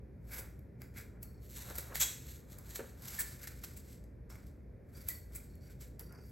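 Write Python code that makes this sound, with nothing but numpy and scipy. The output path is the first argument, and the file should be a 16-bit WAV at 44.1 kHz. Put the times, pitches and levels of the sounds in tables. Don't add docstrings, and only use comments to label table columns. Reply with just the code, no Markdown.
import sys
import numpy as np
from scipy import signal
from scipy.fft import rfft, irfft, next_fast_len
from scipy.io import wavfile
from scipy.ndimage import map_coordinates

SR = 44100
rng = np.random.default_rng(int(sys.argv[2]) if len(sys.argv) > 2 else 0)


def dump_mix(stems):
    frames = np.atleast_2d(stems).T
    limited = np.clip(frames, -1, 1)
    pcm = np.round(limited * 32767).astype(np.int16)
    wavfile.write(sys.argv[1], SR, pcm)


N = 278271
TIME = np.arange(N) / SR


def amp(db):
    return 10 ** (np.asarray(db) / 20)


def unit(x):
    return x / np.sqrt(np.mean(x ** 2) + 1e-20)


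def along(points, hz):
    f, v = np.transpose(points)
    return np.interp(np.log(hz + 1), np.log(f + 1), v)


def wobble(rate):
    knots = rng.standard_normal(int(N * rate / SR) + 4)
    return map_coordinates(knots, [TIME * rate])


def filtered(x, response):
    size = next_fast_len(N + SR // 2)
    return irfft(rfft(x, size) * response(np.fft.rfftfreq(size, 1 / SR)), size)[..., :N]


def coloured(x, spectrum, size=4096):
    cepstrum = irfft(np.log(amp(along(spectrum, np.fft.rfftfreq(size, 1 / SR)))))
    fold = np.r_[1, np.full(size // 2 - 1, 2), 1, np.zeros(size // 2 - 1)]
    kernel = irfft(np.exp(rfft(cepstrum * fold)))
    return signal.fftconvolve(x, kernel / np.linalg.norm(kernel))[:N]


def add(track, s, sound):
    part = track[max(round(s * SR), 0):][:len(sound)]
    part += sound[:len(part)]


def crackle(rate, spread_db):
    sizes = amp(spread_db * np.clip(rng.standard_normal(N), -2, 2))
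    slips = rng.random(N) < rate / SR
    return unit(slips * sizes * rng.choice([-1, 1], N))


def burst(t60):
    t = np.arange(SR // 5) / SR
    decay = amp(-60 * t / t60)
    noise = rng.standard_normal(len(t)) * decay
    return noise * np.linalg.norm(decay) / np.linalg.norm(noise)


def swell(s, length):
    u = np.clip((TIME - s) / max(length, .002) * np.pi, 0, 20)
    return (u * np.exp(1 - u)) ** 2


def press(s, rise, fall):
    range_db, bite = 21, 1.44
    before = np.clip((s - TIME) / max(rise, .002), 0, 10)
    after = np.clip((TIME - s) / max(fall, .002), 0, 10)
    return amp(-range_db * (before ** bite + after))


def presses(rows):
    return np.sqrt(sum((amp(db) * press(s, rise, fall)) ** 2 for s, rise, fall, db in rows))


def foam():
    # (firmest press [s], rise [s], fall [s], rustle level [dB], creak level [dB])
    grips = [(0.336, 0.046, 0.12, -45, -46.5), (0.389, 0.11, .03, -46.5, -57),
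             (0.82, 0.025, 0.069, -60, -57), (0.984, .036, .06, -46, -44.5),
             (1.232, 0.021, .04, -57.5, -74), (3.055, .033, .28, -48.5, -64), (3.135, 0.16, 0.27, -45, -62),
             (3.21, 0.19, 0.32, -46.5, -61), (3.44, 0.056, 0.06, -46, -51),
             (3.477, 0.011, 0.02, -41.5, -55), (3.522, .03, 0.045, -55, -68),
             (3.642, 0.011, 0.02, -38, -57), (3.7, 0.37, .15, -56.5, -69), (3.774, 0.023, 0.065, -51, -76),
             (3.93, 0.18, 0.086, -56, -72), (4.308, .014, 0.19, -55.5, -70), (4.466, 0.029, .09, -66, -76),
             (4.995, 0.11, .13, -57, -63.5), (5.085, 0.038, .1, -48, -57), (5.35, 0.058, .24, -56.5, -65),
             (5.708, 0.14, 0.08, -61, -65.5), (5.822, 0.028, 0.071, -49, -64),
             (5.996, 0.0054, 0.039, -51, -72), (6.3, 0.23, 0.12, -70, -76)]
    # (start [s], level [dB], length [s])
    slips = [(0.375, -32, 0.049), (0.98, -44, 0.035), (1.224, -34.5, 0.02), (1.776, -25, 0.029),
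             (2.58, -39, 0.021), (2.747, -27.5, 0.024), (3.187, -19, 0.031), (3.194, -20, 0.035),
             (3.64, -35, 0.023), (3.76, -34, 0.034), (4.293, -46.5, 0.017), (5.0833, -21, 0.018),
             (5.345, -27, 0.042), (5.807, -40, 0.025)]
    # (frequency [Hz], relative level [dB])
    rustle_colour = [(150, -31.5), (700, -12), (1800, -5.5), (2900, -10), (4500, -4.5), (6500, -5.5),
                     (8000, -1), (9800, -5.5), (12200, 3), (14800, -2.5)]
    creak_colour = [(400, -30), (1100, -19.5), (1500, 1.5), (1800, -7.5), (2300, 1), (2750, -17.5),
                    (5000, -32)]
    scuff_colour = [(150, -33.5), (700, -25.5), (1800, -9.5), (2300, -1.5), (3000, -25), (4500, -14.5),
                    (6500, -8), (8000, 3), (9300, 0.5), (12200, 0), (14800, 5.5)]

    pressure = presses((s, rise, fall, db) for s, rise, fall, db, _ in grips)
    pressure = pressure * amp(-2.5 + 2.34 * wobble(84))
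    squeeze = presses((s, rise, fall, db) for s, rise, fall, _, db in grips)
    squeeze = squeeze * amp(-6.0 + 1.9 * wobble(60))
    scuffing = sum(amp(db - 12.5) * swell(s, length) for s, db, length in slips)

    beads = crackle(rate=7000, spread_db=3.0)
    beads = beads + amp(-6.0) * crackle(rate=160, spread_db=2)
    rustle = coloured(pressure * beads, rustle_colour)
    creak = coloured(squeeze * crackle(rate=1100, spread_db=3.5), creak_colour)
    scuffs = coloured(scuffing * crackle(rate=5000, spread_db=4.0), scuff_colour)
    return rustle + creak + scuffs


def snaps():
    # (time [s], crack level [dB], tap level relative to the crack, before a common trim [dB])
    contacts = [(0.3326, -48, -14), (0.5921, -55.5, -11), (0.8185, -37, -17), (0.971, -41, -19),
                (0.9854, -42, -17), (1.2308, -39, -28), (1.6844, -50, -19), (1.7549, -33, -13),
                (1.7614, -35, -24), (1.7843, -27, -23), (1.9555, -25, -10.5), (1.974, -36, -22),
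                (2.5865, -40, -28), (3.022, -41.5, -22), (3.1901, -30, -12.5), (3.2018, -34, -29),
                (3.311, -50, -17), (3.4178, -43.5, -15), (3.4424, -43, -15), (3.4735, -36.5, -5.5),
                (3.6381, -36, -8), (4.0397, -51.5, -26.5), (4.3011, -45.5, -8), (4.355, -51, 1),
                (4.4677, -50.5, -18), (5.087, -24, -35), (5.1034, -33, -31), (5.5548, -53, -26),
                (5.9948, -38, -32), (6.009, -43, -30), (6.125, -52.5, -12)]
    # (frequency [Hz], relative level [dB])
    crack_colour = [(150, -45.5), (700, -6), (1900, -16), (3000, -17), (4600, -8), (6300, -6.5),
                    (8000, -7.5), (10000, -4), (12000, 5.5), (14800, 0)]
    tap_colour = [(200, -21.5), (700, -6), (1400, 1.5), (2300, 6.5), (3200, -17.5), (8000, -31.5)]

    cracks, taps = np.zeros(N), np.zeros(N)
    for s, db, tap_db in contacts:
        add(cracks, s, amp(db) * burst(t60=0.01))
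        add(taps, s, amp(db + tap_db - 2) * burst(t60=0.017))
    return coloured(cracks, crack_colour) + coloured(taps, tap_colour)


def squeaks():
    # (start [s], level [dB], pitch [Hz], length [s])
    notes = [(3.184, -38, 1756, 0.02), (3.434, -53, 1650, 0.018), (5.091, -50.5, 2018, 0.042),
             (6.088, -63, 1402, 0.073)]
    track = np.zeros(N)
    for s, db, hz, length in notes:
        rough_hz = hz * (1 + 0.0412 * wobble(500))
        phase = 2 * np.pi * np.cumsum(rough_hz) / SR
        tone = np.sin(phase) + amp(-18.5) * np.sin(2 * phase)
        track += amp(db) * swell(s, length) * tone
    return track


def bag():
    # (firmest press [s], rise [s], fall [s], crinkle level [dB])
    strokes = [(1.465, 0.071, 0.12, -61.5), (1.585, 0.13, 0.49, -48), (1.7, 0.16, 0.42, -52.5),
               (1.783, .008, 0.059, -42), (1.958, 0.018, 0.068, -38), (2.12, .12, 0.23, -52.5),
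               (2.29, 0.09, 0.13, -49), (2.526, 0.048, 0.061, -52.5), (2.72, 0.13, 0.26, -52.5),
               (2.762, 0.023, 0.041, -40), (2.9, .1, 0.076, -61)]
    # (frequency [Hz], relative level [dB])
    film_colour = [(150, -25.5), (700, -18), (1900, -4.5), (3000, -9), (4000, -2.5), (5000, -8), (6800, -2),
                   (8200, -1.5), (10000, -6), (12600, 2.5), (14800, -4.5)]
    pressure = presses(strokes) * amp(-2.5 + 2.1 * wobble(60))
    creases = crackle(rate=3500, spread_db=1.5) + amp(-5) * crackle(rate=140, spread_db=0.5)
    return coloured(pressure * creases, film_colour)


def rasp(start=1.999, length=0.034, slip_hz=415, ring_db=-48, count=22):
    # (frequency [Hz], relative level [dB])
    tick_colour = [(150, -40), (600, -21), (1300, -17), (2300, -10.5), (2950, -14.5), (3400, -6.5),
                   (4900, -14.5), (6300, -4), (7500, 0.5), (8800, -10), (10300, -15.5), (12200, -1.5),
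                   (14800, -9.5)]
    # (frequency [Hz], relative level [dB], t60 [s])
    ring_modes = [(2670, -7, .2), (3338, 2, 0.32), (4021, -3, 0.24), (6250, -0.5, .2), (6970, 1.5, .16),
                  (7200, 0.5, .16), (7655, 0, .14)]

    track, t = np.zeros(N), np.arange(SR // 3) / SR
    offsets = (np.arange(count) + rng.normal(0, .07, count)) / slip_hz
    force_db = np.interp(offsets / length, [0, .15, .6, 1, 1.5], [-6.0, -1.5, 2.3, 0.5, -19.5])
    for offset, db in zip(offsets, force_db + rng.normal(0, .8, count)):
        add(track, start + offset, amp(db - 23.5) * burst(t60=0.0099))
    sound = coloured(track, tick_colour)

    ring = np.zeros(len(t))
    for hz, db, t60 in ring_modes:
        ring += amp(db - 60 * t / t60) * np.sin(2 * np.pi * hz * t + rng.uniform(0, 2 * np.pi))
    build_up = np.minimum(t / 0.0099, 2)
    add(sound, start, amp(ring_db) * ring * build_up)
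    return sound


def rub():
    # (firmest press [s], rise [s], fall [s], rub level [dB])
    slides = [(0.385, .11, 0.13, -53.5), (0.83, 0.037, 0.11, -67), (1.0, 0.11, 0.8, -67.5),
              (1.61, 0.062, .25, -58), (1.703, .025, .045, -45), (1.78, .2, 0.37, -57.5),
              (1.94, 0.12, 0.041, -50.5), (2.02, .015, 0.12, -48.5), (2.29, 0.4, 0.31, -72),
              (2.56, 0.049, .15, -67), (2.8, 0.56, 0.18, -62), (3.2, 0.35, 0.3, -59),
              (3.645, .03, 0.45, -70.5), (4.32, .05, 0.2, -60), (4.97, .12, .13, -66.5),
              (5.1, .04, 0.066, -65), (5.36, 0.13, 0.34, -69.5), (6.01, 0.025, 0.032, -59.5),
              (6.14, 0.14, 0.18, -64.5)]
    # (frequency [Hz], relative level [dB])
    rub_colour = [(200, -34.5), (500, 2), (1000, 0.5), (1600, 1), (2400, -9.5), (3500, -38.5), (8000, -44)]
    pressure = presses(slides) * amp(-4.0 + 2.3 * wobble(45))
    return coloured(pressure * crackle(rate=3000, spread_db=6), rub_colour)


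def bumps():
    # (time [s], level [dB])
    blows = [(0.391, -48.5), (1.702, -44.5), (1.784, -45), (1.904, -53), (1.923, -45), (2.792, -37),
             (2.801, -41), (2.834, -50.5), (6.012, -51), (6.185, -53)]
    # (frequency [Hz], relative level [dB], t60 [s])
    wood_modes = [(255, -7, 0.062), (344, -1, 0.07), (425, 1.5, 0.055), (532, 0, 0.055)]
    # (frequency [Hz], relative level [dB])
    scrape_colour = [(80, -24.5), (230, -11), (400, -1), (560, -4), (740, -6.5), (1100, -9.5), (1500, -3.5),
                     (2300, -11.5), (5000, -38.5)]

    thud, scrape, t = np.zeros(N), np.zeros(N), np.arange(SR // 5) / SR
    for s, db in blows:
        ring = np.zeros(len(t))
        for hz, mode_db, t60 in wood_modes:
            decay = amp(mode_db + rng.normal(0, 0.95) - 60 * t / t60)
            ring += decay * np.sin(2 * np.pi * hz * t + rng.uniform(0, 2 * np.pi))
        soft_onset = 1 - np.exp(-t / .0015)
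        add(thud, s, amp(db - 4.5) * ring * soft_onset)
        add(scrape, s, amp(db - 7) * burst(t60=0.065))
    return thud + coloured(scrape, scrape_colour)


def pluck(pitch, chance):
    # (multiple of the pitch [ratio], relative level [dB], t60 [s])
    pin_modes = [(1, 1, 0.064), (1.11, -13, 0.09), (1.244, -4.5, 0.045), (1.5, -13, 0.066),
                 (1.76, -6.5, .07)]
    sound, t = np.zeros(SR // 5), np.arange(SR // 8) / SR
    onset = 1 - np.exp(-t / 0.00051)
    for k, (gap, detune, strength) in enumerate(chance):
        pin_hz = pitch * (1 + .016 * detune)
        ring = sum(amp(mode_db - 60 * t / t60) * np.sin(2 * np.pi * pin_hz * ratio * t)
                   for ratio, mode_db, t60 in pin_modes)
        level_db = -6.5 - 3.3 * k + 1.1 * strength
        add(sound, k * 0.0037 * (1 + 0.38 * gap), amp(level_db) * ring * onset)
    return sound


def pins(count=14, size=4):
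    # (start [s], length [s], level [dB], pitch [Hz])
    sweeps = [(1.221, .25, -64.5, 4380), (4.302, .01, -53.5, 5460), (4.95, .08, -56, 4710),
              (5.085, .07, -50, 4550), (5.5, .05, -64, 4450), (5.6086, .08, -60.5, 4580),
              (5.998, .3, -60, 4645), (6.123, .18, -63, 5160)]
    row_gap_s, scatter, ease_db_per_s = 0.032, .15, 14
    track = np.zeros(N)
    for s, length, db, pitch in sweeps:
        gaps = row_gap_s * np.exp(scatter * rng.standard_normal(count))
        delays = np.cumsum(gaps) - gaps[0]
        for delay, chance in zip(delays, rng.standard_normal((count, size, 3))):
            if delay < length:
                add(track, s + delay, amp(db - ease_db_per_s * delay) * pluck(pitch, chance))
    return track


def sheen(x, split_hz=9800):
    # (time [s], level [dB])
    top_gain = [(0.35, 2), (0.9, -2.5), (1.25, 3.5), (1.6, -0.5), (3.2, -1.5), (4.3, -6), (5.0, 1),
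                (5.8, -2.5), (6.3, 5)]
    top = filtered(x, lambda hz: 1 - 1 / (1 + (hz / split_hz) ** 10))
    return x + top * (amp(np.interp(TIME, *np.transpose(top_gain))) - 1)


def diffuse(pair):
    # (frequency [Hz], correlation [0 to 1])
    likeness = [(60, 1), (130, 0.94), (300, 0.82), (700, 0.32), (1200, 0.19), (1900, 1), (7000, 1),
                (8300, 1), (9400, 1), (11000, 0.29), (15000, 1)]

    def mid_side_gains(hz):
        turn = np.arccos(np.clip(along(likeness, hz), -1, 1)) / 2
        return np.array([np.cos(turn), np.sin(turn)])

    mid, side = filtered(pair, mid_side_gains)
    return np.array([mid + side, mid - side])


def room(x):
    # (frequency [Hz], t60 [s])
    reverb_time = [(150, .35), (500, 0.46), (1500, 0.54), (4000, 0.44), (8000, 0.42), (15000, 0.31)]
    hz, t, z = signal.stft(rng.standard_normal((2, SR * 3 // 5)), SR, nperseg=256)
    decay = amp(-60 * t / along(reverb_time, hz)[:, None])
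    build_up = 1 - np.exp(-t / 0.003)
    tail = signal.istft(z * decay * build_up, SR, nperseg=256)[1]
    tail = tail / np.linalg.norm(tail[0])
    return diffuse(signal.fftconvolve(x[None], tail, axes=1)[:, :N])


def background():
    # (frequency [Hz], relative level [dB])
    rumble_colour = [(20, -30.5), (32, -14), (40, -15.5), (50, -3), (65, -0.5), (82, -1), (100, -6),
                     (127, -2), (154, -10.5), (190, -9), (310, -17), (430, -17.5), (600, -23), (800, -44),
                     (3000, -74)]
    drone_colour = [(30, -81), (48, -26.5), (54, -7.5), (58, 6), (64, -18), (100, -66), (400, -95)]
    hiss_colour = [(300, -6.5), (700, 3.5), (1200, -5), (1800, -2.5), (2350, -6), (2900, -23),
                   (5000, -21.5), (9000, -30), (12000, -18), (15000, -32.5)]

    def noise(spectrum):
        pair = rng.standard_normal((2, N))
        return unit(diffuse(filtered(pair, lambda hz: amp(along(spectrum, hz)))))

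    rumble = amp(-52 + 0.06 * wobble(6.6)) * noise(rumble_colour)
    return rumble + amp(-57.5) * noise(drone_colour) + amp(-74) * noise(hiss_colour)


def scene():
    # (frequency [Hz], lead of the left microphone [rad])
    phase_lead = [(0, 0), (750, -.3), (1100, -1.1), (1550, 0), (7400, 0), (8400, .9), (8900, 3),
                  (10000, 3.3), (11300, 6.1), (12100, 6.3), (14200, 9.3), (14800, 9.6), (15700, 11.2)]
    rustle = sheen(foam() + bag()) + rub()
    scrape = rasp()
    clicks = sheen(snaps())
    body = bumps() + squeaks() + pins()
    near = rustle + scrape + clicks + body
    far = amp(-7.5) * room(rustle) + amp(-5) * room(scrape)
    far = far + amp(-5) * room(clicks) + amp(-6.0) * room(body)

    def lead(hz):
        gap = np.interp(hz, *np.transpose(phase_lead))
        return np.exp(.5j * np.outer([1, -1], gap))

    return filtered(near + far, lead) + background()


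def record(dry):
    return filtered(dry, lambda hz: hz < 16000)


dry = scene()
out = record(dry)
dump_mix(out)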